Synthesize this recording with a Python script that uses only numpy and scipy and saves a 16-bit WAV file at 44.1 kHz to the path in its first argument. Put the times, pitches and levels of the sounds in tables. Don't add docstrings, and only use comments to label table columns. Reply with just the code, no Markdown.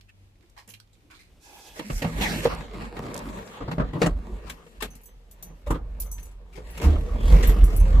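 import sys
import numpy as np
from scipy import signal
from scipy.fft import rfft, irfft
from scipy.io import wavfile
from scipy.ndimage import uniform_filter1d

SR = 44100
rng = np.random.default_rng(int(sys.argv[2]) if len(sys.argv) > 2 else 0)


def attenuation_scalar(level_db):
    decades = np.asarray(level_db, float) / 20
    return 10 ** decades


def waveform_to_disk(signal):
    frames = np.transpose(np.atleast_2d(signal))
    scaled = np.clip(frames, -1, 1) * 32767
    samples = np.round(scaled).astype(np.int16)
    wavfile.write(sys.argv[1], SR, samples)


N = 352800
ENGAGE_S = 6.838


def unit(x):
    return x / np.sqrt(np.mean(x ** 2))


def lean(db):
    return attenuation_scalar(np.array([[db], [-db]]) / 2)


def add_at(out, s, sound):
    out[..., int(s * SR):][..., :sound.shape[-1]] += sound


def curves(table):
    s, *columns = np.transpose(table)
    t = np.minimum(np.arange(N) / SR, 7.95)
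    return [np.interp(t, s, c, -120, -120) for c in columns]


def ring(x, hz, width):
    hz_safe = min(hz, .45 * SR)
    return signal.lfilter(*signal.iirpeak(hz_safe, hz / width, fs=SR), x)


def body(x, modes):
    knots = np.arange(0, N, 3000)
    y = np.zeros(N)
    for k, (hz, width, db) in enumerate(modes):
        swell = np.interp(np.arange(N), knots, attenuation_scalar(db + 3.0 * rng.standard_normal(len(knots))))
        y += (-1) ** k * swell * ring(x, hz, 0.84 * width) / np.sqrt(width)
    dull_hz = min(1.6 * modes[-1][0], .45 * SR)
    return unit(signal.lfilter(*signal.butter(1, dull_hz, fs=SR), y))


def shaped(x, points):
    hz, db = np.transpose(points)
    f = np.arange(N // 2 + 1) * SR / N + 1
    return irfft(rfft(x) * attenuation_scalar(np.interp(np.log(f), np.log(hz), db)), N)


def walk(rate):
    k = int(SR / rate)
    return unit(uniform_filter1d(np.repeat(rng.standard_normal(N // k + 1), k), k)[:N])


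# frequency [Hz], side minus mid [dB].
SIDE_WIDTH = [(50, -9.5), (125, -13), (250, -10.5), (500, -8), (1000, 0.5), (15000, 0)]


def wide(make):
    mid, side = make(), shaped(make(), SIDE_WIDTH)
    return np.array([mid + side, mid - side]) / np.sqrt(2)


def bursts(times, db, t60, rise):
    out, t = np.zeros(N + SR), np.arange(SR // 2) / SR
    for s, d, fall in zip(times, db, np.maximum(t60, .01)):
        add_at(out, s, attenuation_scalar(d - 60 * t / fall) * (1 - np.exp(-t / (rise * fall))))
    return out[:N]


# frequency [Hz], width [Hz], level [dB].
CUSHION = [(105, 44, -3.5), (167, 15.2, 0), (194.8, 66.4, 1), (239.4, 72, 2), (320, 65, -5)]
PANELS = [(374, 44, -7), (472, 50, -0.5), (582.6, 63, -3), (724, 164, -4), (920, 190, -3), (1170, 225, -4),
          (1520, 850, -10.5)]
VINYL = [(1660, 440, -7), (1926, 114, -6), (2140, 157, -7), (2700, 530, -3.5), (3260, 830, -4),
         (4320, 1110, -7)]
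CLOTH = [(5620, 1160, -0.5), (7340, 1470, 2.5), (12300, 7300, 1.5)]


def layers(levels_db, grit, flicker_db):
    shake = attenuation_scalar(flicker_db * walk(42))
    gains = [attenuation_scalar(db + 1.5 * walk(14)) for db in levels_db]

    def make():
        slips = grit() * shake
        return sum(g * body(slips, modes) for g, modes in zip(gains, (CUSHION, PANELS, VINYL, CLOTH)))
    return wide(make)


def sway(hz, wander):
    return np.cumsum(np.clip(hz, 20, 90) * (1 + wander * walk(15))) / SR


def swells(s, db, length):
    t = np.arange(0, N, 64)[:, None] / SR
    rise = np.where(s < ENGAGE_S, 0.65, 0.91)
    away = np.where(t < s, (s - t) / rise, t - s) / length
    drop_db = 20.5 * away ** 1.46
    power = attenuation_scalar(db - drop_db) ** 2 * ((s < ENGAGE_S) | (t > ENGAGE_S))
    level_db = 10 * np.log10(power.sum(1) + 1e-12)
    return uniform_filter1d(np.repeat(level_db, 64)[:N], size=256)


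# peak time [s], level [dB], pitch [Hz], length [s].
JOLTS = [(1.949, -24, 37.95, 0.067), (2.186, -27.5, 49, 0.14), (2.353, -38, 49.2, .3),
         (2.535, -33, 48.9, 0.16), (2.808, -40, 47, 0.45), (3.282, -36.5, 45.2, 0.15),
         (3.643, -35, 45, 0.075), (3.824, -24, 50.2, 0.096), (4.12, -22.5, 45.33, .13),
         (4.331, -34, 50.2, 0.11), (4.468, -39.5, 50.4, 0.16), (4.848, -39.5, 45.04, 0.18),
         (5.151, -48, 40.98, 0.68), (5.497, -43, 42.87, 0.16), (5.699, -21, 47.2, 0.073),
         (5.841, -31, 46.65, 0.26), (6.05, -32.5, 45.34, 0.39), (6.239, -38.5, 45, 0.092),
         (6.45, -43.5, 45.07, 0.64), (6.741, -39, 55.9, 0.53)]
# peak time [s], level [dB], pitch [Hz], length [s], upper mode share [dB].
STROKES = [(6.855, -18.5, 48.1, 0.12, 7), (6.949, -23, 36, 0.14, -1.5), (7.038, -23, 40.07, 0.048, -15),
           (7.144, -23, 41.56, 0.066, -5.5), (7.25, -19.5, 43.04, 0.064, -10),
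           (7.331, -8, 48.5, 0.092, -11.5), (7.419, -21.5, 43.03, 0.081, -14),
           (7.488, -12.5, 46.52, 0.095, -7), (7.629, -10, 42.94, 0.087, -10), (7.802, -13, 37.9, 0.15, -15),
           (7.968, -11, 41.65, 0.16, -9)]


def boom():
    jolts = [(*row, -8.5 - 38 * row[-1]) for row in JOLTS]
    s, peak_db, pitch, length, share_db = np.transpose(jolts + STROKES)
    db = swells(s, peak_db, length)
    turns = sway(np.interp(np.arange(N) / SR, s, pitch), .02)
    skirt = unit(ring(ring(rng.standard_normal(N), 38.3, 37), 36.5, 49))
    low = attenuation_scalar(db) * (np.sqrt(2) * np.sin(2 * np.pi * turns) + attenuation_scalar(-6.0) * skirt)
    upper_db = swells(s, peak_db + share_db, 1.18 * length)
    upper = attenuation_scalar(upper_db) * np.sqrt(2) * np.sin(2 * np.pi * sway(68, 0.0608))
    return (low + upper) * lean(-1.6), turns % 1, db


# time [s], level [dB].
STARTER_WHINE = [
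    (7.1, -86),
    (7.19, -54),
    (7.3, -49),
    (7.36, -85),
]
# time [s], load [dB], clatter [dB].
CRANK = [
    (6.8, -36, -45.5),
    (6.86, -24.5, -49.5),
    (7.04, -37, -55.5),
    (7.18, -33, -55.5),
    (7.31, -29.5, -40.5),
    (7.44, -30.5, -37.5),
    (7.54, -29.5, -45.5),
    (7.8, -36, -53),
    (7.96, -28, -47.5),
]


def engine(phase):
    puff = .8 + np.exp(-phase / .25)
    whine = attenuation_scalar(curves(STARTER_WHINE)[0]) * unit(ring(rng.standard_normal(N), 3320, 100))
    load, clatter = curves(CRANK)
    block = -3.5 + 0.62 * load + 0.38 * clatter
    air = clatter - 6.5
    return layers((load, block, clatter, air), lambda: puff * rng.standard_normal(N), 0.84) + whine


# time [s],
# peak level [dB], thud pitch [Hz], hardness [dB], decay t60 [s].
SEAT_KNOCKS = [(1.793, -21.5, 310, -12.5, 0.1), (1.898, -21, 135, -19, 0.11),
               (2.019, -20.5, 272, -6.5, 0.12), (2.043, -17, 162.4, -24.5, 0.16),
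               (2.207, -23, 200.6, -3, 0.32), (2.452, -10, 468.5, -21.5, 0.1),
               (2.967, -29.5, 320, -15.5, 0.17), (3.605, -24.5, 279, -24, 0.15),
               (3.678, -17, 132, -27.5, 0.11), (3.713, -18.5, 226, -17, .1),
               (3.781, -14.5, 179.7, -33, 0.079), (3.796, -12, 138.5, -36, 0.16),
               (3.932, -20.5, 132.3, -23, 0.11), (3.953, -19, 145, -31, 0.13),
               (4.016, -6.5, 478, -15.5, 0.14), (4.664, -39.5, 460, -13, 0.077),
               (5.499, -38, 160, -37, 0.16), (5.743, -25, 131, -19, 0.099)]
HARD_KNOCKS = [(0.677, -46.5, 202, -9, 0.17), (4.06, -13, 612, -18.5, 0.087), (4.497, -39.5, 583, 5, 0.097),
               (4.822, -20.5, 427, -5.5, 0.12), (5.667, -28, 583.4, -22, .25),
               (5.704, -14.5, 232.3, -24.5, 0.1), (6.18, -43, 151, -4, 0.11), (6.575, -33, 503, -31, 0.16),
               (6.774, -31, 543, -7.5, 0.1), (6.813, -26.5, 597, -10, 0.22),
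               (6.838, -19.5, 176.9, -19.5, .2), (7.313, -18, 160.4, -23, 0.31),
               (7.425, -23.5, 195, -6, 0.19), (7.489, -25.5, 138, -12, .14), (6.958, -23, 105, -38, .1),
               (7.144, -26, 105, -36, 0.11), (7.203, -27, 105, -30, .1), (7.398, -22, 170.2, -30, .1),
               (7.561, -24, 175, -36, .12), (7.806, -31, 117.9, -36, 0.11), (7.853, -31, 129, -38, .1)]
# offset [dB], tick per hardness [dB/dB].
SEAT_TICK = (-3, 1.42)
HARD_TICK = (-0.92, 0.94)


def knocks():
    s, peak_db, hz, hardness_db, t60 = np.transpose(SEAT_KNOCKS + HARD_KNOCKS)
    ticks = [SEAT_TICK] * len(SEAT_KNOCKS) + [HARD_TICK] * len(HARD_KNOCKS)
    offset_db, slope = np.transpose(ticks)
    crack_db = peak_db + hardness_db
    tick_db = peak_db + offset_db + slope * hardness_db
    thud, t = np.zeros(N + SR), np.arange(SR // 2) / SR
    for at, db, f, fall in zip(s, peak_db, hz, t60):
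        swing = (1 - np.exp(-t / 0.0015)) * np.sin(2 * np.pi * f * t)
        overtones = f * 2 ** (.6 + 2.2 * rng.random((4, 1)))
        loose = attenuation_scalar(-12.5 - 280 * t) * (f / overtones) ** 0.54 * np.sin(2 * np.pi * overtones * t)
        swing = swing + loose.sum(0) * (1 - np.exp(-t / 0.00091))
        add_at(thud, at, attenuation_scalar(db - 4.5 - 60 * t / max(0.84 * fall, .01)) * swing)
    hard_db = 1.44 * np.log2(hz / 300)
    rattle = [(peak_db - 6.5 + hard_db, 1.1, PANELS), (peak_db - 7.0 - hard_db, 1.5, CUSHION),
              (crack_db + 2.0, .9, VINYL), (tick_db - 1.5, .8, CLOTH)]
    chatter = attenuation_scalar(1.6 * walk(140))
    parts = [(bursts(s, db, k * t60, 0.024) * chatter, modes) for db, k, modes in rattle]
    return thud[:N] + wide(lambda: sum(e * body(rng.standard_normal(N), modes) for e, modes in parts))


# time [s], pressure [dB], slip brightness [dB].
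SITTING = [
    (1.76, -51.5, 0),
    (1.88, -61, 9.5),
    (2.17, -36.5, -6),
    (2.24, -32, -0.5),
    (2.44, -38.5, 0.5),
    (2.53, -36.5, -10.5),
    (2.68, -43, -9),
    (2.82, -40.5, -9.5),
    (2.92, -48, -10.5),
]
SETTLING = [
    (3.0, -38, -9.5),
    (3.2, -38, -11.5),
    (3.4, -42.5, -9.5),
    (3.52, -46.5, -6),
    (3.76, -47.5, -12.5),
    (3.9, -45.5, -13),
    (4.13, -46, -15),
    (4.22, -52.5, -11),
    (4.33, -46, -10),
]
REACHING = [
    (4.599, -57, -5),
    (4.92, -57, -8.5),
    (5.2, -71, -7),
    (5.47, -53.5, -11),
    (5.62, -62, -7),
    (5.8, -51, -22),
    (6.22, -57.5, -4),
    (6.4, -60, -15),
    (6.8, -49, 0.5),
]
# time [s], level [dB].
SLIDE = [
    (1.4, -69),
    (1.47, -51),
    (1.6, -50),
    (1.75, -49.5),
    (1.8, -43.5),
]
# frequency [Hz], width [Hz], level [dB].
SLIDE_BANDS = [(320, 200, -8.5), (842, 120, -6.5), (1670, 87, -11), (2020, 100, -17), (2550, 220, -7.5),
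               (3360, 430, -6.5), (5470, 3600, -3), (13300, 5000, -8)]
# time [s], pitch [Hz], level [dB].
SQUEAL = [
    (2.19, 2910, -55),
    (2.22, 2700, -33),
    (2.27, 2035, -24.5),
    (2.31, 2140, -54),
    (2.4, 2330, -57),
    (2.48, 2320, -58),
]


def rubbing(shell_db):
    press, bright = curves(SITTING + SETTLING + REACHING)
    still_db = -5.5 * np.clip(np.arange(N) / SR - 4.64, 0, 1)
    cushion = press + 4.5 + still_db + 0.18 * (shell_db + 39.5)
    cloth = press - 3.5 + 1.45 * bright
    drag = layers((cushion, press, press + bright, cloth),
                  lambda: rng.standard_normal(N) * attenuation_scalar(3.0 * rng.exponential(size=N)), 1.6)
    slide = wide(lambda: attenuation_scalar(curves(SLIDE)[0] + 2.4 * walk(39.04)) * body(rng.standard_normal(N), SLIDE_BANDS))
    hz, db = curves(SQUEAL)
    carrier = np.exp(2j * np.pi * np.cumsum(hz) / SR)
    squeal = wide(lambda: attenuation_scalar(db) * (carrier * (walk(700) + 1j * walk(650))).real)
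    return drag + slide + squeal


# time [s], peak level [dB].
ZIP_TICKS = [
    (2.5361, -40),
    (2.548, -34.5),
    (3.142, -27),
    (3.1637, -31),
    (3.1768, -27.5),
    (3.19, -32.5),
]


def zip_pull():
    s, peak_db = np.transpose(ZIP_TICKS)
    envelope = bursts(s, peak_db - 3, np.full(len(s), .022), .03)
    return wide(lambda: envelope * unit(ring(rng.standard_normal(N), 6800, 4500))) * lean(-5)


# time [s], tick [dB], long key [dB], bunch [dB],
# place struck [1 short keys, 2 ring, 3 fob].
KEYS = [(4.495, -27, -68, -46, 2.8), (4.9038, -47, -55, -57, 2.3), (4.952, -30.5, -77, -53, 3.5),
        (5.012, -47, -80, -59, 2.6), (5.034, -42, -72, -52, 2.7), (5.0564, -41, -67, -50.5, 2.3),
        (5.311, -35, -73, -45.5, 3.9), (5.425, -24.5, -52, -43, 3), (6.0003, -22, -64, -31, 3.2),
        (6.0194, -22, -67, -46, 3.3), (6.031, -32, -75, -50, 2.2), (6.062, -42, -58, -54, 2.8),
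        (6.1143, -34, -44, -33.5, 2.06), (6.1394, -45, -47, -49, 2.1), (6.1948, -42, -54, -56, 2.2),
        (6.2287, -37, -60, -49, 2.46), (6.2547, -39, -76, -53, 1.1), (6.312, -50, -80, -66, 1),
        (6.6714, -54, -81, -60, 1.46), (6.705, -47, -70, -53, 2.4), (6.985, -43, -69, -61, 1),
        (7.4717, -31, -55, -33, 2.9), (7.64, -40, -53, -36.5, 1.8), (7.763, -28, -54, -36, 2.8),
        (7.7991, -49, -55, -49, 1.75)]
# frequency [Hz], level [dB], decay t60 [s], piece [0 long key, 1 to 3 as above].
KEY_MODES = [(6215, 0, .24, 0), (4570, -25, .09, 1), (5750, -7, .05, 1), (6794, -6, .06, 1),
             (7880, -2, .12, 1), (8950, -14, .04, 2), (9840, -5, .1, 2), (10300, -3, .12, 2),
             (11090, -11, .07, 2), (11870, -7, .06, 3), (12135, -1, .08, 3), (12910, -3, .11, 3),
             (14060, -14, .04, 3), (14480, 2, .05, 3)]


def keys():
    out, t = np.zeros((2, N + SR)), np.arange(SR // 4) / SR
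    hz, mode_db, t60, piece = np.transpose(KEY_MODES)[:, :, None]
    for at, peak_db, long_db, bunch_db, place in KEYS:
        c = rng.standard_normal((4, 2, len(hz), 1))
        piece_db = bunch_db - 6 * abs(piece - place)
        db = np.where(piece < .5, long_db, piece_db) + mode_db + 2.66 * c[0, 0] + 3.0 * c[1] + 2.0
        fall = t60 * attenuation_scalar(0.59 * c[2, 0])
        pitch = hz * (1 + 0.00089 * c[2, 1])
        lines = attenuation_scalar(db - 60 * t / fall) * np.sin(2 * np.pi * pitch * t + 2 * c[3])
        beat_hz = 45 * attenuation_scalar(3.1 * c[0, 1])
        lines = lines * (1 + 0.29 * np.sin(2 * np.pi * beat_hz * t + 3 * c[1]))
        tick = attenuation_scalar(peak_db - 13.5 - 60 * t / 0.065) * ring(rng.standard_normal((2, len(t))), 9800, 11000)
        here = out[:, int(at * SR):][:, :len(t)]
        here *= 1 - 0.68 * (1 - np.exp(-t / 0.0036))
        here += (lines.sum(1) + tick) * (1 - np.exp(-t / 0.00062))
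    return out[:, :N] * lean(3.2)


# time [s], peak level [dB], centre [Hz], decay t60 [s].
SCUFFS = [(0.0094, -43, 2630, 0.026), (0.0887, -49, 2480, 0.046), (0.4238, -52, 1670, 0.043),
          (0.564, -41.5, 890, 0.19), (0.5746, -42, 3000, 0.14), (0.687, -39, 6500, 0.15),
          (0.736, -35.5, 2900, 0.055), (0.8, -37.5, 3400, 0.014), (0.9287, -54, 4700, 0.094),
          (1.1, -41.5, 1100, 0.2), (1.142, -47, 2260, 0.24), (1.188, -45.5, 2410, 0.23),
          (2.839, -37, 890, 0.13), (3.0256, -40, 890, 0.1), (3.531, -52, 1190, 0.32),
          (4.4556, -40, 1100, 0.32), (4.8036, -29, 1650, 0.11), (5.662, -36, 599.5, 0.06),
          (6.526, -47, 2500, 0.11), (6.553, -39.5, 2200, 0.13)]


def scuffs():
    out, t = np.zeros((2, N + SR)), np.arange(SR // 4) / SR
    for at, db, hz, fall in SCUFFS:
        pan_db = -5 if at < 4 else 9
        slips = attenuation_scalar(2.7 * np.repeat(rng.standard_normal(len(t) // 105), 105))
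        noise = rng.standard_normal((2, len(t))) * slips
        near = hz * np.append(1, 2 ** (0.595 * rng.standard_normal(3)))
        grain = 0.5 * unit(ring(noise, hz, 1.4 * hz))
        grain += sum(unit(ring(ring(noise, f, 0.24 * f), f, 0.46 * f)) for f in near) / 2.3
        grain += 0.44 * unit(ring(noise, 1.9 * hz, 2.0 * hz))
        grain += attenuation_scalar(-44) * unit(np.diff(noise, prepend=0))
        shape = attenuation_scalar(db - 7.5 - 60 * t / max(fall, .004)) * (1 - np.exp(-t / (0.035 * fall)))
        add_at(out, at, grain * shape * lean(pan_db))
    return out[:, :N]


# time [s], peak level [dB], centre [Hz], left minus right [dB].
GRIT = [(0.3556, -59, 2350, -3.5), (0.408, -53, 2340, -8), (0.4604, -60, 3720, -5.0),
        (0.4974, -51, 7540, -7), (0.5904, -42, 2180, -3.0), (0.6124, -47, 2160, -5.0),
        (0.676, -40.5, 8410, -5.0), (0.706, -39, 3280, -8), (0.7474, -42.5, 2250, -7),
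        (0.8736, -58, 3220, -6.0), (0.8954, -62, 2490, -6), (0.9532, -55, 2570, -6.0),
        (1.0061, -59, 2550, -6.0), (1.112, -45.5, 3630, -3.5)]
CREAKS = [(2.6074, -28, 1017, 5.0), (2.6389, -46, 1150, 0.0), (2.6808, -39, 1160, -2.0),
          (2.7112, -39, 1150, -2.5), (2.7728, -39, 2290, -4), (2.801, -37, 1100, -1.5),
          (2.8524, -36, 1010, 0.0), (2.9674, -33.5, 1890, 2.5), (3.0006, -39, 1030, 1.5),
          (3.0374, -39, 1830, 2.0), (3.0649, -33, 1110, 1.5), (3.0827, -33, 1070, 0.5),
          (3.1144, -37, 1010, 1.5), (3.1344, -35, 1520, 0.5), (3.2014, -35, 1050, 0.0),
          (3.2555, -36, 1390, -0.5), (3.2879, -36, 1860, 6), (3.329, -35, 1010, 1.0),
          (3.3713, -36, 1000, 2.0), (3.3884, -35, 1040, 6), (3.4281, -37, 1180, 9),
          (3.474, -39, 1860, 10.0)]


def cracks():
    out, t = np.zeros((2, N + SR)), np.arange(SR // 20) / SR
    for table, fall, trim_db in ((GRIT, .022, -6), (CREAKS, .025, -5)):
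        for at, db, hz, pan_db in table:
            noise = rng.standard_normal((2, len(t)))
            noise = noise + 1.1 * noise.sum(0)
            high = 1.7 * hz
            click = unit(ring(ring(noise, hz, 0.73 * hz), hz, 1.3 * hz))
            click += .45 * unit(ring(ring(noise, high, high), high, high))
            shape = attenuation_scalar(db + trim_db - 60 * t / fall) * (1 - np.exp(-t / 0.00068))
            add_at(out, at, click * shape * lean(pan_db))
    return out[:, :N]


# peak time [s], level [dB], pitch [Hz], length [s].
TINWARE = [(6.902, -34, 298, .08), (6.94, -41, 590, 0.067), (7.07, -41, 463.4, 0.098),
           (7.119, -48, 1125, 0.051), (7.16, -44, 598.6, 0.049), (7.33, -34.5, 470, 0.083),
           (7.41, -36, 470, 0.057), (7.5, -36, 448, 0.049), (7.601, -38, 301.7, .08),
           (7.74, -42, 457.8, 0.061), (7.9, -41.5, 524, 0.088), (7.96, -43.5, 1142, 0.038)]
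HOLLOWS = [(.098, -57, 2620, .013), (.098, -61, 1790, .013), (0.419, -64, 330, 0.064),
           (1.12, -64, 308, 0.14), (1.9, -41, 201, .07), (2.25, -39, 870, 0.055), (2.47, -31, 475, 0.028),
           (3.57, -50.5, 1150, 0.063), (4.041, -27, 271, 0.046), (4.2, -48.5, 250, .12),
           (4.329, -45.5, 361, 0.074), (5.471, -52.5, 171, 0.081), (5.741, -42, 1210, 0.049),
           (6.15, -64, 938, 0.16), (6.589, -45, 400, 0.035), (7.36, -28.5, 150.2, 0.074)]


def tinware():
    out, t = np.zeros((2, N + SR)), np.arange(SR // 2) / SR - .25
    for s, db, hz, length in TINWARE + HOLLOWS:
        mid, side = ring(rng.standard_normal((2, len(t))), hz, 0.065 * hz + 8)
        side = side * min(hz / 1200, .9)
        shape = attenuation_scalar(db - 13 * (t / length) ** 2)
        rms = np.sqrt(np.mean((shape * mid) ** 2) / np.mean(shape ** 2))
        add_at(out, s, shape * np.array([mid + side, mid - side]) / rms)
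    return out[:, SR // 4:][:, :N]


# frequency [Hz], level [dB per Hz].
TRAFFIC = [(20, -11), (45, 3), (72, -7), (150, -14.5), (310, -19.5), (600, -26), (1500, -35.5), (2500, -33),
           (6000, -41), (15000, -47.5)]
# time [s], pitch [Hz], level [dB].
HUM = [
    (0, 99, -63.5),
    (.25, 96.1, -58),
    (.5, 99.5, -72.5),
    (.75, 105.6, -57.5),
    (.97, 105, -72),
    (1.3, 105, -80),
]


def street():
    wash = wide(lambda: unit(shaped(rng.standard_normal(N) * attenuation_scalar(1.7 * walk(14)), TRAFFIC)))
    wash = wash * attenuation_scalar(-54.5 + 0.69 * walk(2.55))
    hz, db = curves(HUM)
    angle = 2 * np.pi * np.cumsum(hz * (1 + 0.013 * walk(7.0))) / SR
    level = attenuation_scalar(db + 6.0 + 2.6 * walk(11.3))
    octave = attenuation_scalar(-17.0 + 2.7 * walk(6.3)) * np.sin(2 * angle)
    return wash + level * (np.sin(angle) + octave)


# time [s], left minus right [dB].
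TURNING = [(0.0, -3), (0.09, 0), (0.62, -5), (0.69, -5), (0.78, -5), (4.03, 2), (4.21, -1), (4.63, 3.0),
           (5.93, -1.0), (6.02, 3.5), (6.62, 0.5), (6.68, 2.5), (6.82, 0), (8.0, 1.5)]


def turned(x):
    bass = signal.lfilter(*signal.butter(1, 250, fs=SR), x)
    s, pan_db = np.transpose(TURNING)
    pan = np.interp(np.arange(N) / SR, s, pan_db)
    return bass + (x - bass) * attenuation_scalar(np.outer([.5, -.5], pan))


def cabin(clicks):
    t = np.arange(SR // 4) / SR
    tail = attenuation_scalar(-29.5 - 60 * t / 0.13) * rng.standard_normal((2, len(t)))
    return signal.fftconvolve(clicks, tail, axes=1)[:, :N]


def scene():
    shell, phase, shell_db = boom()
    clicks = keys() + scuffs() + cracks()
    tail = cabin(clicks)
    handled = turned(rubbing(shell_db) + engine(phase) + tinware() + knocks())
    return shell + handled + zip_pull() + clicks + tail + street()


def low_pass(x):
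    return signal.sosfilt(signal.butter(12, 15460, fs=SR, output="sos"), x)


def record(dry):
    x = signal.sosfilt(signal.butter(2, 22, "high", fs=SR, output="sos"), dry)
    x = signal.sosfilt(signal.ellip(8, .5, 40, 14600, fs=SR, output="sos"), x)
    return low_pass(x)


dry = scene()
out = record(dry)
waveform_to_disk(out)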